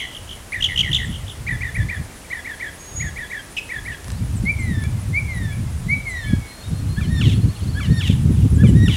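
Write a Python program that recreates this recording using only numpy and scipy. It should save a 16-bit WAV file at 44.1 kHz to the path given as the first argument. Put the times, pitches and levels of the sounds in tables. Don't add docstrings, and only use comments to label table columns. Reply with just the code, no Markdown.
import sys
import numpy as np
from scipy import signal
from scipy.fft import rfft, irfft
from scipy.io import wavfile
from scipy.ndimage import uniform_filter1d, map_coordinates

SR = 44100
rng = np.random.default_rng(int(sys.argv[2]) if len(sys.argv) > 2 else 0)


def unload_audio(sound):
    columns = np.transpose(np.atleast_2d(sound))
    steps = np.round(np.clip(columns, -1, 1) * 32767)
    wavfile.write(sys.argv[1], SR, steps.astype(np.int16))


N = 395136

TOP_HZ = 15800


def undb(db):
    return 10 ** (np.asarray(db) / 20)


def unit(x):
    return x / np.sqrt(np.mean(x ** 2) + 1e-18)


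def add(track, s, sound):
    i = max(int(s * SR), 0)
    part = sound[:max(len(track) - i, 0)]
    track[i:i + len(part)] += part


def colour(x, points):
    hz, db = np.transpose(points)
    f = np.maximum(np.fft.rfftfreq(len(x), 1 / SR), 1)
    gain = undb(np.interp(np.log(f), np.log(hz), db))
    gain = gain * np.minimum(hz[-1] / f, 1) ** 4 * np.minimum(f / hz[0], 1)
    return irfft(rfft(x) * gain, len(x))


def walk(n, rate):
    knots = rng.standard_normal(int(n / SR * rate) + 4)
    return map_coordinates(knots, [np.arange(n) / SR * rate], order=2, mode="nearest")


def arch(u, edge):
    return np.sin(np.pi / 2 * np.clip(np.minimum(u, 1 - u) / edge, 0, 1))


def contour(rows):
    s, *columns = np.transpose(rows)
    s = np.sort(s)
    t = np.arange(s[0], s[-1], 1 / SR)
    return s[0], [np.interp(t, s, c) for c in columns]


def mockingbird(lead_s=.4):
    lead = int(lead_s * SR)
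    song = np.zeros(N + lead)
    for s, sound in [*warbles(), *scolds(), *chips(), *quavers(), *sharp_call(), *whistles()]:
        add(song, s + lead_s, sound)
    return trees(song)[lead:]


def syrinx(hz, db, slope_db, rough, jitter=0.018, shimmer=0.6, rasp=0.7, waver=0.0042,
           beak_hz=3300, beak_octaves=0.23, beak_db=15):
    # freq_hz, gain_db
    throat = [(700, -26), (1150, -8), (1450, -10), (1700, -2), (2000, 2.5), (2300, 9), (3200, 4),
              (3700, -2), (4300, -7.5), (5200, -3.5), (7000, -4.5), (11000, -12), (15000, -19)]
    throat_hz, throat_db = np.transpose(throat)
    n = len(hz)
    shaken_hz = hz * (1 + waver * walk(n, 122.7) + jitter * rough * walk(n, 900))
    phase = 2 * np.pi * np.cumsum(shaken_hz) / SR
    k = np.arange(1, 15)[:, None]
    ring_db = beak_db * rough * np.exp(-(np.log2(k * hz / beak_hz) / beak_octaves) ** 2)
    pass_db = np.interp(np.log(k * hz), np.log(throat_hz), throat_db)
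    size = undb(slope_db * np.log2(k) + ring_db + pass_db) * (k * hz < TOP_HZ)
    tone = (size * np.sin(k * phase)).sum(0) / np.sqrt((size ** 2).sum(0) / 2 + 1e-18)
    hiss_band = [(1500, -24), (2500, -10), (beak_hz, 0), (3800, -3), (4500, -16), (7500, -18), (15000, -32)]
    hiss = unit(colour(rng.standard_normal(n), hiss_band))
    sound = tone * (1 + shimmer * rough * walk(n, 700)) + rasp * rough ** 2 * hiss
    return sound * undb(db) * arch(np.linspace(0, 1, n), 0.00056 * SR / n)


def warbles(slur_s=.023, slur_from_hz=1920, slur_top_hz=2390, slur_db=-2, onset_db=11,
            quaver_s=.088, from_hz=2010, end_hz=1640, sink=1.3, scoop=0.12, pinch_db=11,
            quaver_db=0.15, fade_db=10, slope_db=-27, edge_db=14, rough=0.26):
    # break_s, level_db, pitch_factor, length_factor, end_fade_db (negative: softer towards the end)
    warble_table = [(0.539, -19.5, 1.044, 0.77, -10), (1.486, -21.5, 1.03, 0.86, -5.5),
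                    (1.627, -23, 1.043, 0.88, -4), (1.763, -23.5, 1.024, 0.82, -2),
                    (1.905, -22.5, 1.03, 0.83, -6), (2.324, -23.5, 1.015, 0.98, -9),
                    (2.468, -26.5, 0.99, 0.97, -3), (2.619, -22.5, 0.99, 0.94, -8),
                    (3.019, -24, 1, 0.97, -6.5), (3.181, -26.5, 1, 0.99, -2), (3.323, -24.5, .98, 1, -4),
                    (3.713, -25, 1.005, 0.96, -2), (3.873, -25.5, 1, 0.99, -4.5)]
    for s, level_db, pitch, stretch, end_fade_db in warble_table:
        v = np.linspace(0, 1, int(slur_s * stretch * SR))
        slur_hz = slur_from_hz + (slur_top_hz - slur_from_hz) * v
        slur_level_db = slur_db - onset_db * ((1 - v) ** 2 + v ** 16)
        slur_slope_db = -9 - 8 * v

        u = np.linspace(0, 1, int(quaver_s * stretch * SR), endpoint=False)
        turn = 4 * u % 1
        pinch = np.cos(np.pi * turn) ** 2 * (1 - .7 * u)
        sink_hz = end_hz + (from_hz - end_hz) * (1 - u) ** sink
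        quaver_hz = sink_hz * (1 + scoop * (1 - u) * (2 * turn - 1))
        quaver_level_db = quaver_db + end_fade_db * u - fade_db * u ** 3 - pinch_db * pinch
        quaver_slope_db = slope_db + edge_db * (pinch * u + u ** 3)

        hz = np.concatenate([slur_hz, quaver_hz])
        db = np.concatenate([slur_level_db, quaver_level_db])
        slope = np.concatenate([slur_slope_db, quaver_slope_db])
        n = len(hz)
        sway, drift_db = 1 + .011 * walk(n, 60), 1.5 * walk(n, 130)
        yield s - slur_s * stretch, syrinx(pitch * hz * sway, level_db + db + drift_db, slope, rough)


def chips(end_hz=2764, bend=0.76, duty=0.97, fade_db=7, weak_db=10.5, weak_hz=3020, peak_at=0.629,
          weak_length=.65):
    # start_s, length_s, chips_per_s, top_hz (full effort), level_db (full effort)
    burst_table = [(-.22, 0.054, 59, 3520, -12), (-.076, 0.066, 61, 3550, -11.5),
                   (.606, .064, 60, 3680, -13.5), (.759, 0.0643, 65, 3455, -12),
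                   (.914, .062, 64, 3896, -13)]
    for s, length, rate, top_hz, db in burst_table:
        for k in range(round(length * rate)):
            effort = 1 - ((k + .5) / (length * rate) / peak_at - 1) ** 2 * 1.37
            chip_s = duty / rate * (weak_length + (1 - weak_length) * effort)
            u = np.linspace(0, 1, int(chip_s * SR))
            start_hz = (weak_hz + (top_hz - weak_hz) * effort) * (1 + 0.015 * rng.standard_normal())
            hz = start_hz + (end_hz - start_hz) * u ** bend
            chip_db = db - weak_db * (1 - effort) - fade_db * u ** 2
            yield s + k / rate, flick(hz, chip_db) * arch(u, edge=0.23)


def flick(hz, db, slope_db=-8, spray_db=-26):
    spray_band = [(2500, -20), (4000, 1), (6500, 13), (9000, -9), (15000, -22)]
    spray = unit(colour(rng.standard_normal(len(hz)), spray_band))
    return syrinx(hz, db, slope_db, rough=0.47) + undb(db + spray_db) * spray


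def sharp_call():
    # time_s, pitch_hz, level_db
    call = [(3.567, 3160, -28), (3.574, 2425, -21.5), (3.577, 3070, -24), (3.582, 2583, -22.5),
            (3.59, 2560, -24), (3.598, 2560, -30)]
    start, (hz, db) = contour(call)
    yield start, flick(hz, db)


def quavers(scoop=0.0594, dip=0.062, gap_db=15):
    # start_s, length_s, start_hz, end_hz, level_db, quavers_per_s
    quaver_table = [(-.012, 0.079, 2380, 2005, -28, 82), (0.684, 0.066, 2180, 1950, -25.5, 92),
                    (0.828, .072, 2320, 1924, -24.5, 68), (0.981, 0.0753, 2125, 1880, -27, 66)]
    for s, length, start_hz, end_hz, db, rate in quaver_table:
        u = np.linspace(0, 1, int(length * SR))
        pinch = np.cos(np.pi * rate * length * u) ** 2
        sink_hz = end_hz + (start_hz - end_hz) * (1 - u) ** 2
        hz = sink_hz * (1 + (scoop + dip) * np.sqrt(pinch) - dip)
        note = syrinx(hz, db + 0.5 - gap_db * pinch ** 2, slope_db=-18, rough=0.19)
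        yield s, note * arch(u, edge=0.16)


def whistles(flare_s=.058, flare_from_hz=2010, flare_top_hz=2345, sink_from_hz=2220,
             swell_db=8, release_s=0.034, release_db=17, drop_hz=190, pure_db=-19, slope_db=-12,
             end_db=-41, flutter_db=2.0, wobble=0.0079, rough=0.14):
    # flare_peak_s, flare_db, sink_delay_s (from the peak), sink_length_s, end_hz, sink_db,
    # sag (1 sinks evenly, more levels off sooner)
    call_table = [(4.505, -17.5, 0.07, .292, 1700, -30, 1.6), (5.184, -17.5, 0.081, .28, 1665, -32, 1.45),
                  (5.938, -15.5, .11, .325, 1632, -26, 1.7)]
    for s, flare_db, pause, length, end_hz, sink_db, sag in call_table:
        t = np.arange(-flare_s, release_s, 1 / SR)
        before, after = np.maximum(-t / flare_s, 0), np.maximum(t / release_s, 0)
        flare_hz = flare_top_hz - (flare_top_hz - flare_from_hz) * before ** 1.19 - drop_hz * after
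        hz = flare_hz * (1 + wobble * walk(len(t), 59))
        db = flare_db - swell_db * before ** 2 - release_db * after + 0.43 * walk(len(t), 75)
        flare = syrinx(hz, db, pure_db, rough=0.081)
        yield s - flare_s, flare * arch(np.linspace(0, 1, len(t)), edge=0.51)

        u = np.linspace(0, 1, int(length * SR))
        sink_hz = end_hz + (sink_from_hz - end_hz) * (1 - u) ** sag
        hz = sink_hz * (1 + wobble * walk(len(u), 30.35))
        db = sink_db + (end_db - sink_db) * u + flutter_db * walk(len(u), 71.7)
        sinking = syrinx(hz, db, slope_db, rough)
        yield s + pause, sinking * arch(u, edge=.03) * np.minimum(u / 0.094, 1)


def scolds():
    # from_drop_s, pitch_hz, level_db, overtone_slope_db_per_octave, roughness (about 0-1)
    short_scold = [(-.048, 1545, -12.5, -17, .05), (-.02, 1680, -1, -18, .05), (-.003, 1717, -5, -13, .05),
                   (.003, 1458, -4.5, -34, .2), (.014, 1149, -.5, -8.5, 0.22), (.028, 1133, -2.5, -4, 0.1),
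                   (.036, 1033, -3, -3, 0.45), (.052, 991, -6, -4, .55), (.072, 935, -5.5, -1, .5)]
    long_scold = [(-.125, 1721, -26, -11, 0.16), (-.09, 1910, -16, -8.5, 0.17),
                  (-.008, 1853, -6, -4.5, .14), (.001, 1762, -8.5, -5, 0.37), (.008, 1459, -1.5, -9, 0.59),
                  (.02, 1177, -6.5, -3, 0.63), (.042, 1042, -6.5, -3.5, 0.96), (.075, 929, -8.5, -1, .85),
                  (.118, 700, -12, 0, 1.01), (.145, 630, -31, -5, .8)]
    # drop_s, level_db, pitch_factor, length_factor, end_fade_db (negative: softer towards the end)
    short_times = [(7.003, -30, 1.04, 0.81, -5.5), (7.797, -30, 1.006, 1, -1),
                   (8.631, -29.5, 1.02, 1.05, -4)]
    long_times = [(7.207, -25, 0.97, 1.11, -1), (8.005, -24.5, 0.98, 1.065, 0), (8.874, -23, 1.01, 1.08, 0)]
    yield from repeats(short_scold, short_times)
    yield from repeats(long_scold, long_times)


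def repeats(shape, table):
    for s, level_db, pitch, stretch, end_fade_db in table:
        start, (hz, db, slope_db, rough) = contour(np.array(shape) * [stretch, pitch, 1, 1, 1])
        n = len(hz)
        sway, drift_db = 1 + .01 * walk(n, 40), 1.6 * walk(n, 130)
        db = db + level_db + drift_db + end_fade_db * np.linspace(0, 1, n)
        yield s + start, syrinx(hz * sway, db, slope_db, np.clip(rough, 0, 1))


def trees(x, branch_s=0.0047, branch_db=-15, trunks_db=-14, trunks_t60=0.23, scatter_db=-12, t60=0.48,
          echo_s=.35, echo_db=-18, far_db=-27, far_t60=0.41):
    t = np.arange(SR) / SR
    trunks = rng.standard_normal(SR) ** 5 * undb(-60 * t / trunks_t60) * (t > branch_s)
    near = rng.standard_normal(SR) * undb(-60 * t / t60) * np.minimum(t / 0.035, 1)
    far = rng.standard_normal(SR) * undb(-60 * np.abs(t - echo_s) / far_t60) * (t > echo_s)
    tails = undb(trunks_db) * unit(trunks) + undb(scatter_db) * unit(near) + undb(far_db) * unit(far)
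    response = tails / np.sqrt(SR)
    add(response, 0, np.ones(1))
    add(response, branch_s, undb([branch_db]))
    highpass = signal.butter(2, 2600, "high", fs=SR, output="sos")
    beam = signal.sosfilt(highpass, signal.unit_impulse(SR // 700))
    add(response, echo_s, undb(echo_db) * beam)
    return signal.fftconvolve(x, response)[:len(x)]


def thin_slurs(seep_s=.03, seep_from_hz=9000, seep_to_hz=6900, seep_db=-41.5):
    # start_s, length_s, start_hz, end_hz, level_db
    slur_table = [(2.782, 0.19, 6620, 6570, -42), (2.955, 0.076, 6700, 6730, -29),
                  (3.035, 0.052, 6650, 6550, -40), (4.125, 0.073, 3750, 4970, -50),
                  (5.83, 0.22, 3940, 3920, -56), (6.236, .03, 3160, 3080, -44),
                  (6.28, 0.242, 2276, 2192, -41), (6.635, 0.042, 3655, 3800, -43)]
    seep_starts = [1.037, 4.355, 4.587, 6.087, 8.54, 8.671]
    seeps = [(s, seep_s, seep_from_hz, seep_to_hz, seep_db) for s in seep_starts]
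    out = np.zeros(N)
    for s, length, start_hz, end_hz, db in [*slur_table, *seeps, *trill()]:
        u = np.linspace(0, 1, int(length * SR))
        hz = (start_hz + (end_hz - start_hz) * u) * (1 + 0.0029 * walk(len(u), 169))
        level = undb(db + 2.1 * walk(len(u), 60)) * arch(u, edge=0.12)
        add(out, s, level * np.sin(2 * np.pi * np.cumsum(hz) / SR))
    return trees(out, trunks_db=-4.5, scatter_db=-13.5, t60=0.54, echo_db=-31, far_db=-37)


def trill(start_s=6.15, first_gap_s=.315, trill_gap_s=.056, gap_ratio=.7, count=18, duty=0.474,
          linger=0.305, centre_hz=4170, lift_hz=170, sweep_hz=600, slow_db=-50, fast_db=-44.0):
    s = start_s
    for k in range(count):
        gap = trill_gap_s + (first_gap_s - trill_gap_s) * gap_ratio ** k
        haste = trill_gap_s / gap
        length = (duty + linger * (1 - haste)) * gap
        hz, sweep = centre_hz + lift_hz * haste, sweep_hz * haste
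        db = slow_db + (fast_db - slow_db) * haste + 1.7 * rng.standard_normal()
        yield s, length, hz - sweep / 2, hz + sweep / 2, db
        s += gap


def ticks(t60=0.014):
    # start_s, level_db (before the filter)
    tick_table = [(4.044, -32.5), (4.082, -29.5), (4.103, -29), (4.118, -30), (4.452, -35), (4.838, -28)]
    out, t = np.zeros(N), np.arange(SR // 40) / SR
    for s, db in tick_table:
        add(out, s, undb(db - 60 * t / t60) * rng.standard_normal(len(t)))
    return colour(out, [(700, 10), (3500, 4.0), (9000, 2.5), (14000, -14)])


def insect(centre_hz=10430, width_hz=420, db=-50, length=0.082, lag_s=0.):
    # time_s, chirps_per_s
    pace_table = [(0, 5.9), (1.65, 4.45), (2.68, 5.45), (3.19, 3.75), (3.71, 4.9), (5.41, 5.72),
                  (7.5, 4.17), (7.65, 5.35), (8.96, 5.6)]
    t = np.arange(N) / SR
    pace = np.interp(t, *np.transpose(pace_table))
    cycles = np.cumsum(pace) / SR - lag_s * pace
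    from_chirp_s = ((cycles + .5) % 1 - .5) / pace
    scrapes = np.cos(np.pi * np.clip(from_chirp_s / length, -.5, .5)) ** 2 * undb(3.1 * walk(N, 3.9))
    ring = (walk(N, width_hz) + 1j * walk(N, width_hz)) * np.exp(2j * np.pi * centre_hz * t)
    return undb(db) * (scrapes + 0.32) * unit(ring.real)


def wind(sub_hz=55, split_hz=175, brighten=0.72, sub_share=0.62, sub_db=-1, mild_db=-23,
         buffet_db=2.5, buffet_rate=22, gain_db=-0.94):
    # freq_hz, gain_db
    wind_band = [(12, -53), (20, -18.5), (70, 1), (97, 2), (166, -7), (229, -14.5), (500, -40.5),
                 (650, -61), (1100, -120)]
    gust_db = gusts() + buffet_db * walk(N, buffet_rate)
    over_db = gust_db - mild_db
    swirl = unit(colour(rng.standard_normal(N), wind_band))
    swirl /= np.sqrt(uniform_filter1d(swirl ** 2, SR // 16))
    deep = signal.sosfiltfilt(signal.butter(2, sub_hz, fs=SR, output="sos"), swirl)
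    coarse = signal.sosfiltfilt(signal.butter(2, split_hz, fs=SR, output="sos"), swirl)
    fine = (swirl - coarse) * undb(brighten * np.clip(over_db, -15, 11) + 4.43 * walk(N, 50) - 2.0)
    heave = deep * undb(sub_db - sub_share * over_db)
    out = (heave + coarse - deep + fine) * undb(gust_db + gain_db) + eddies()
    cushioned = .95 * np.tanh(out / .95)
    return signal.sosfilt(signal.butter(4, 580, fs=SR, output="sos"), cushioned)


def gusts(rise_db_per_s=245, fall_db_per_s=184, lull_db=-47):
    # start_s, length_s, level_db (before the wind gain), build_db
    gust_table = [(0.204, 0.13, -38, -1), (.58, 0.12, -32.5, 3.5), (0.78, 0.46, -23.5, -3),
                  (1.407, 0.25, -27.5, 3), (1.788, 0.05, -19, 0), (1.987, 0.024, -25, 0.5),
                  (2.987, 0.19, -25.5, -8), (3.776, 0.094, -35, 5), (4.1, 1.13, -22.5, 2.5),
                  (5.26, 0.73, -22, -2), (6.108, .17, -27, -0.5), (6.315, 0.022, -14, -1.5),
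                  (6.71, 0.76, -20.5, 6.5), (7.625, 0.55, -20, 6.5), (8.196, 0.45, -17.5, 9),
                  (8.693, 0.24, -10, -2)]
    t = np.arange(N) / SR
    strength_db = np.full(N, float(lull_db))
    for s, length, db, build_db in gust_table:
        rise_db = rise_db_per_s * np.maximum(s - t, 0)
        fall_db = fall_db_per_s * np.maximum(t - s - length, 0)
        build = build_db * np.clip((t - s) / length, 0, 1)
        strength_db = np.maximum(strength_db, db + build - (rise_db + fall_db))
    return strength_db


def eddies():
    # centre_s, peak_db (before the cover), pitch_hz
    eddy_table = [(6.335, -1.5, 175), (8.1, 0, 144), (8.648, -3.5, 172)]
    t = np.arange(N) / SR
    out = np.zeros(N)
    for s, db, hz in eddy_table:
        u = (np.pi * hz * (t - s)) ** 2
        out -= undb(db) * (1 - 2 * u) * np.exp(-u)
    return out


def air(level_db=-41):
    # freq_hz, gain_db
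    air_band = [(76, -22), (130, 1.5), (273, -1.5), (362, -3), (489, -4.5), (598, -5), (2250, -12),
                (2490, -12), (4190, -16), (4830, -16), (9180, -15), (15800, -28)]
    return undb(level_db + 0.1 * walk(N, 2.39)) * unit(colour(rng.standard_normal(N), air_band))


def scene():
    insects = insect() + insect(centre_hz=9450, width_hz=680, db=-55.5, length=0.085, lag_s=0.075)
    return (mockingbird() + thin_slurs() + ticks() + insects + wind() + air())[None]


def record(dry):
    return signal.sosfilt(signal.ellip(10, .2, 80, TOP_HZ, fs=SR, output="sos"), dry)


dry = scene()
out = record(dry)
unload_audio(out)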